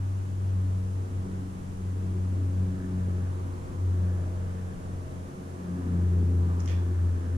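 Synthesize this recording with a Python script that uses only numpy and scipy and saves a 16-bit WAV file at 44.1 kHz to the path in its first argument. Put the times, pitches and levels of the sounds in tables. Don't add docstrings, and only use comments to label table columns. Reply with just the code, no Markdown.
import sys
import numpy as np
from scipy import signal
from scipy.fft import rfft, irfft, next_fast_len
from scipy.io import wavfile
from scipy.ndimage import uniform_filter1d

SR = 44100
rng = np.random.default_rng(int(sys.argv[2]) if len(sys.argv) > 2 else 0)


def bounce(signal):
    frames = np.transpose(np.atleast_2d(signal))
    limited = np.clip(frames, -1, 1)
    pcm = np.round(limited * 32767).astype(np.int16)
    wavfile.write(sys.argv[1], SR, pcm)


N = 325017
T = np.arange(N) / SR

# f/Hz, level/dB
HUM_TONES = [(18, -55), (30, -50), (54, -64)]
# t/s, gain/dB
BASS_GAIN = [(0, -0.5), (4.85, 1.5), (5.15, -2), (5.6, -11), (6.05, -4), (6.7, -1)]
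# f/Hz, gain/dB
BASS_FILTER = [(125, 0), (175, -25), (400, -70)]
# f/Hz, density/dB per Hz
HISS_SPECTRUM = [(1000, 0), (3000, 1), (4200, -5), (5000, -2), (6200, 0.5), (7800, -.5), (8050, -3),
                 (8700, -1.5), (10000, -2), (11300, -8), (12500, -8.5), (14000, -16.5), (15000, -28)]
# f/Hz, mid/dB per Hz, side/dB per Hz
AIR_SPECTRUM = [(25, 17, 14), (61, 22.5, 16.5), (148, 18, 13), (296, 1, 8.5), (490, 4.5, 8.5),
                (734, 1, 8.5), (1110, -0.5, 6), (1330, -3.5, 2), (1640, -6, -3), (2020, -9.5, -7),
                (2870, -16.5, -16), (4230, -16, -47), (5960, -29, -34), (12000, -54, -52)]
BREEZE_START_DB, BREEZE_RISE_DB_PER_S = -45.5, 0.1761
# peak t/s, level/dB, half length/s
AIRY_SWELLS = [(3.551, -56, 0.71), (5.852, -53.5, 0.19), (6.528, -49, 0.14), (6.8, -54, 0.14)]
# f/Hz, density/dB per Hz
SWELL_SPECTRUM = [(300, -0.5), (600, -5.5), (950, 0.5), (1200, 2.5), (1450, -9), (3000, -34)]

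# t/s, rate/Hz
CYCLE_RATE = [(0, 22.92), (2.2, 23.05), (3, 23.12), (4.4, 22.88), (5.2, 22.81), (7.37, 22.82)]
# t/s, level/dB
UPPER_CARRY = [(0, -10.5), (.6, -4.5), (1.35, -5), (1.8, -8.5), (2.4, -1.5), (3.2, -1.5), (3.8, -4.5),
               (4.25, 3.5), (4.6, -0.5), (4.95, 1.5), (5.65, -.5), (6.3, -2.5), (7.37, -3)]
# multiple of cycle rate, level/dB
CYCLE_ORDERS = [(2, -66), (4, -52.5), (5, -62), (6, -51.5), (8, -55), (9, -57.5), (10, -66.5), (11, -58),
                (12, -53.5), (13, -65), (14, -65.5), (15, -60), (17, -65), (18, -67.5), (19, -71),
                (20, -59), (22, -61), (23, -65), (24, -72.5), (25, -69.5), (26, -72), (27, -65.5),
                (28, -65), (29, -77), (31, -70), (34, -76.5), (35, -78)]
# t/s, level/dB
ORDER_16_LEVEL = [(0.0, -57), (0.49, -54.5), (0.84, -63), (1.25, -48.5), (1.31, -62.5), (2.42, -52.5),
                  (3.86, -49.5), (3.9, -66), (3.94, -50), (4.27, -50), (4.66, -59), (6.24, -47.5),
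                  (6.57, -48.5), (6.69, -64), (6.9, -45), (7.1, -58), (7.29, -47), (7.37, -51)]
# f/Hz, density/dB per Hz
ROAR_SPECTRUM = [(300, -13), (480, 3), (600, -2), (690, -8.5), (780, -17), (1400, -29), (4000, -61)]

# t/s, f/Hz
BLADE_PASS_RATE = [(0, 96.4), (.5, 94.2), (.9, 94.17), (1.5, 92.97), (2.75, 92.43), (3.3, 91.17),
                   (4.25, 90.57), (4.7, 90.97), (5.3, 88.95), (5.7, 89.03), (6.3, 87.9), (7.37, 86.8)]
# t/s, level/dB
BLADE_1_LEVEL = [(0.0, -29.5), (0.2, -29.5), (0.27, -33.5), (0.53, -25.5), (1.01, -30), (1.09, -41.5),
                 (1.17, -30), (1.29, -39), (1.35, -32.5), (1.56, -41), (1.6, -49), (1.72, -36.5),
                 (1.76, -42), (1.87, -31), (2.63, -26.5), (2.85, -35.5), (3.06, -27.5), (3.59, -37.5),
                 (3.69, -41), (3.76, -33), (3.88, -25), (4.23, -29), (4.66, -32), (4.78, -49),
                 (4.95, -33.5), (5.09, -47), (5.11, -47), (5.21, -39), (5.32, -51), (5.4, -42),
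                 (5.54, -42.5), (5.58, -54), (5.79, -36.5), (6.16, -22), (6.53, -26), (6.65, -30),
                 (6.77, -23.5), (6.87, -27), (7.06, -22.5), (7.23, -32), (7.33, -26), (7.37, -26)]
# t/s, level/dB
BLADE_2_LEVEL = [(0, -55), (.45, -47), (.55, -42), (.78, -42), (1.12, -59), (1.27, -37.5), (1.45, -39.5),
                 (1.7, -46.5), (1.82, -40.5), (1.95, -55), (2.11, -37), (2.48, -48), (2.62, -35),
                 (2.87, -38.5), (2.99, -35), (3.17, -37.5), (3.26, -49), (3.55, -60), (3.92, -53),
                 (4.03, -37.5), (4.22, -46), (4.6, -43.5), (4.78, -50.5), (5.58, -57), (5.75, -32.5),
                 (5.84, -39.5), (5.93, -32.5), (6.07, -38.5), (6.14, -34), (6.35, -45), (6.44, -36),
                 (6.65, -50), (6.74, -40.5), (6.95, -51)]
# t/s, level/dB
BLADE_3_LEVEL = [(0, -57.5), (.48, -58), (.66, -48), (.88, -69), (1.42, -47), (1.65, -63), (2.35, -55),
                 (2.7, -51), (2.87, -42.5), (3.08, -49.5), (3.6, -66), (5.7, -58), (5.83, -40),
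                 (6.0, -46.5), (6.3, -44.5), (6.85, -54.5), (7.15, -46.5), (7.37, -45.5)]
# multiple of blade rate, level/dB re rumble table at RUMBLE_REF_DB
UPPER_BLADE_TONES = [(4, -17.5), (5, -22.5)]
RUMBLE_REF_DB, UPPER_GROWTH_DB_PER_DB = -45.5, 0.19
# t/s, level/dB
RUMBLE_LEVEL = [(0, -53.5), (.8, -48), (1.35, -46), (1.8, -48), (2.3, -46), (2.88, -42.5), (3.6, -45),
                (4.2, -45.5), (4.9, -50.5), (5.6, -47.5), (5.86, -39.5), (6.28, -38), (6.8, -43),
                (7.37, -43)]
# f/Hz, density/dB per Hz
RUMBLE_SPECTRUM = [(30, -19), (60, -0.5), (120, -0.5), (170, 5), (250, -0.5), (330, -2), (400, -4.5),
                   (480, -18), (650, -25.5), (1200, -31), (5000, -86)]
# f/Hz, gain/dB
RUMBLE_BASS_CUT = [(30, -11), (110, 0.5)]
# f/Hz, density/dB per Hz
RUSH_SPECTRUM = [(200, -18), (550, -9), (850, -5), (1200, 2), (1450, 3), (1620, 7.5), (1820, 4.5),
                 (1980, -16), (3500, -26), (8000, -49)]
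# peak t/s, level/dB, half length/s
RUSH_GUSTS = [(2.81, -60.5, .11), (3.17, -65, 0.21), (4.11, -59, 0.15), (4.62, -63, 0.24), (5.97, -62, 0.4),
              (6.85, -61, 0.32), (7.35, -61, 0.14)]
RUSH_FLOOR_DB = -76.5

# t/s, level/dB, t60/s, left minus right/dB
SHOT_CLICKS = [(6.597, -50, .02, -3), (6.6018, -47.5, .05, -3), (6.6585, -38.5, 0.011, -3)]
# f/Hz, density/dB per Hz
CLICK_SPECTRUM = [(1000, -15), (2200, -2), (3000, -8), (4500, -11), (5400, 4), (6100, -1), (6900, 3),
                  (7900, -11), (10500, -10), (11500, -32), (15000, -50)]
# t/s, level/dB, t60/s, left minus right/dB, brightness/dB per octave
STEEL_CLANKS = [(6.6758, -38.5, 0.018, -7.5, -1.5), (6.6821, -50, .03, -3, 5), (6.6848, -43.5, .035, -3, 5),
                (6.6938, -42, 0.02, -3, -3), (6.6965, -41, .03, -5, -3), (6.7042, -43.5, .02, -4, -2.5),
                (6.711, -47, .03, -4, -1), (6.7165, -47.5, 0.07, -4, -2)]
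# f/Hz, density/dB per Hz
CLANK_SPECTRUM = [(700, -9), (1400, -7), (1900, 0), (2400, 2.5), (2850, -1.5), (3400, -1), (4200, -7),
                  (5100, -4.5), (5900, -3), (7000, -10.5), (8500, -18), (12000, -42), (15000, -62)]
# f/Hz, level/dB within the ring, t60/s
TARGET_MODES = [(1826, -4, .3), (2282, -4, .2), (2412, 0, 0.2), (2487, -7, .25), (2853, -11, .3),
                (3311, -9, .3), (3457, -5, .35), (4630, -11, .2), (5330, -11, .2), (5620, -11, 0.16),
                (5920, -11, 0.13), (6352, -12, .12), (6810, -12, .15)]
RING_DB, GRAIN_SPREAD_DB = -23, 6
# t/s, level/dB, t60/s
DULL_THUD = (6.702, -43, .2)
# f/Hz, density/dB per Hz
THUD_SPECTRUM = [(250, -25), (400, -13), (470, 2), (540, 3), (700, -22), (1200, -36)]
TOP_HZ = 14700


def undb(db):
    return 10 ** (np.asarray(db) / 20)


def unit(x):
    return x / np.sqrt(np.mean(x ** 2))


def curve(rows):
    return np.interp(T, *np.transpose(rows))


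def fading(rows):
    s, db = np.transpose(rows)
    return np.interp(T, s, undb(db))


def hump(s, half_s):
    return np.exp(-((T - s) / half_s) ** 2)


def walk(rate_hz):
    k = int(SR / rate_hz)
    steps = np.repeat(rng.standard_normal(N // k + 1), k)
    slewed = uniform_filter1d(uniform_filter1d(steps, k), k)
    return unit(slewed[:N])


def colour(x, points, tilt_db_per_oct=0):
    octave = np.log2(np.maximum(np.fft.rfftfreq(x.shape[-1], 1 / SR), 1))
    hz, db = np.transpose(points)
    gain_db = np.interp(octave, np.log2(hz), db) + tilt_db_per_oct * (octave - np.log2(3000))
    return irfft(rfft(x) * undb(gain_db), x.shape[-1])


def noise(points):
    white = rng.standard_normal(next_fast_len(N, True))
    return colour(white, points)[:N]


def tone(cycles):
    return np.sqrt(2) * np.sin(2 * np.pi * (cycles + rng.random()))


def rough_tone(cycles, scatter, rate_hz):
    turn = 2 * np.pi * (cycles + rng.random())
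    in_phase = (1 + scatter * walk(rate_hz)) * np.sin(turn)
    quadrature = scatter * walk(rate_hz) * np.cos(turn)
    return unit(in_phase + quadrature)


def pan(x, left_minus_right_db):
    return x * undb(np.array([[left_minus_right_db], [-left_minus_right_db]]) / 2)


def ports(x, left_minus_right_db, lag_s):
    left = np.interp(T - lag_s, T, x)
    return pan(np.array([left, x]), left_minus_right_db)


def hiss():
    both = np.array([unit(noise(HISS_SPECTRUM)) for _ in range(2)])
    return pan(both, -0.62) * undb(-59.5)


def hum(waver_db=2):
    tones = sum(tone(hz * T) * undb(db + waver_db * walk(5.3)) for hz, db in HUM_TONES)
    return tones * undb(curve(BASS_GAIN))


def breeze(flicker_db=.5):
    table = np.array(AIR_SPECTRUM)
    mid, side = noise(table[:, [0, 1]]), noise(table[:, [0, 2]])
    air = np.array([mid + side, mid - side])
    air += colour(air, BASS_FILTER) * (undb(curve(BASS_GAIN)) - 1)
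    level_db = BREEZE_START_DB + BREEZE_RISE_DB_PER_S * T + flicker_db * walk(12)
    return pan(air, -1.4) * undb(level_db)


def airy_swell():
    gain = sum(undb(db) * hump(s, half_s) for s, db, half_s in AIRY_SWELLS)
    return ports(unit(noise(SWELL_SPECTRUM)) * gain, -3.0, 0.00028)


def field_engine(fade_db=2.1, scatter=.17, lurch_cycles=.0012, order_16_trim_db=-3.0,
                 roar_db=-64.5, roar_pulse_rms=.35):
    cycles = np.cumsum(curve(CYCLE_RATE)) / SR + lurch_cycles * walk(25)
    carry_db = curve(UPPER_CARRY)
    orders = rough_tone(16 * cycles, scatter, 12) * fading(ORDER_16_LEVEL) * undb(order_16_trim_db)
    for multiple, db in CYCLE_ORDERS:
        exposure = (multiple / 22) ** 2
        level_db = db + exposure * carry_db + fade_db * walk(4)
        orders = orders + rough_tone(multiple * cycles, scatter, 12) * undb(level_db)
    pulse = 1 + roar_pulse_rms * tone(cycles)
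    roar = unit(noise(ROAR_SPECTRUM)) * pulse * undb(roar_db + 2 * carry_db)
    return ports(orders + roar, 1.6, 0.00014)


def blade_tones(cycles, flutter_db=0.83, octave_scatter=0.076, third_trim_db=-1, third_scatter=0.37,
                upper_scatter=0.56):
    out = tone(cycles) * fading(BLADE_1_LEVEL) * undb(flutter_db * walk(14))
    out += rough_tone(2 * cycles, octave_scatter, 18) * fading(BLADE_2_LEVEL)
    out += rough_tone(3 * cycles, third_scatter, 22) * fading(BLADE_3_LEVEL) * undb(third_trim_db)
    rumble_db = curve(RUMBLE_LEVEL)
    upper_db = rumble_db + UPPER_GROWTH_DB_PER_DB * (rumble_db - RUMBLE_REF_DB)
    for multiple, db in UPPER_BLADE_TONES:
        out += rough_tone(multiple * cycles, upper_scatter, 28) * undb(upper_db + db)
    return out


def churning(points, churn_db, count=6):
    spectrum = rfft(unit(noise(points)), next_fast_len(N, True))
    hz = np.maximum(np.linspace(0, SR / 2, len(spectrum)), 1)
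    place = 2 * np.log2(hz / 125)
    shares = [np.interp(place, np.arange(count), row) for row in np.eye(count)]
    bands = (irfft(spectrum * share)[:N] * undb(churn_db * walk(16)) for share in shares)
    return unit(sum(bands))


def aircraft(waver_hz=0.3396, churn_db=2.5, rumble_trim_db=-1, scatter_db=-10, throb_rms=0.43):
    cycles = np.cumsum(curve(BLADE_PASS_RATE) + waver_hz * walk(7)) / SR
    drone = blade_tones(cycles)
    throb = 1 + throb_rms * tone(cycles)
    swell = undb(curve(RUMBLE_LEVEL))
    throbbing = colour(churning(RUMBLE_SPECTRUM, churn_db) * throb, RUMBLE_BASS_CUT)
    rumble = throbbing * swell * undb(rumble_trim_db)
    gusts = undb(RUSH_FLOOR_DB) + sum(undb(db) * hump(s, half_s) for s, db, half_s in RUSH_GUSTS)
    rush = unit(noise(RUSH_SPECTRUM)) * throb * gusts
    scattered = np.array([unit(noise(RUMBLE_SPECTRUM)) for _ in range(2)]) * swell * undb(scatter_db)
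    direct = ports(drone, 1.45, .00004) + ports(rumble, 4.0, 0.00011) + ports(rush, -1.4, 0.00014)
    return direct + scattered


def decay(t60_s):
    age_s = T[:SR]
    opening = np.minimum(age_s / .0005, 1) ** 2
    return opening * np.exp(-np.log(1000) * age_s / t60_s)


def burst(points, t60_s, tilt_db_per_oct=0, grain_db=0):
    grain_gain = undb(grain_db * rng.standard_normal((2, SR)))
    raw = unit(rng.standard_normal((2, SR)) * grain_gain)
    undecayed_rms = np.std(colour(raw, points, tilt_db_per_oct))
    return colour(raw * decay(t60_s), points, tilt_db_per_oct) / undecayed_rms


def steel_ring():
    return sum(tone(hz * T[:SR]) * decay(t60_s) * undb(db) for hz, db, t60_s in TARGET_MODES)


def add(out, s, sound):
    i = int(s * SR)
    out[:, i:i + sound.shape[1]] += sound[:, :N - i]


def shot(echo_db=-5.0, yard_t60_s=0.45):
    out = np.zeros((2, N))
    for s, db, t60_s, pan_db in SHOT_CLICKS:
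        add(out, s, pan(burst(CLICK_SPECTRUM, t60_s), pan_db) * undb(db))
    for s, db, t60_s, pan_db, tilt_db in STEEL_CLANKS:
        crack = burst(CLANK_SPECTRUM, t60_s, tilt_db, GRAIN_SPREAD_DB)
        clank = crack + undb(RING_DB) * steel_ring()
        add(out, s, pan(clank, pan_db) * undb(db))
    s, db, t60_s = DULL_THUD
    add(out, s, burst(THUD_SPECTRUM, t60_s) * undb(db))
    yard = burst([(500, -8), (3000, 1), (5500, -1.5), (9000, -6.5)], yard_t60_s)
    yard /= np.sqrt(np.sum(yard ** 2) / 2)
    echo = signal.fftconvolve(out, yard, axes=1)[:, :N]
    return out + undb(echo_db) * echo


def scene():
    return hiss() + hum() + breeze() + airy_swell() + field_engine() + aircraft() + shot()


def record(dry):
    edges = np.minimum(np.minimum(T, T[-1] - T) / .003, 1)
    low_pass = signal.ellip(10, .1, 80, TOP_HZ, fs=SR, output="sos")
    return signal.sosfilt(low_pass, dry * edges)


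dry = scene()
out = record(dry)
bounce(out)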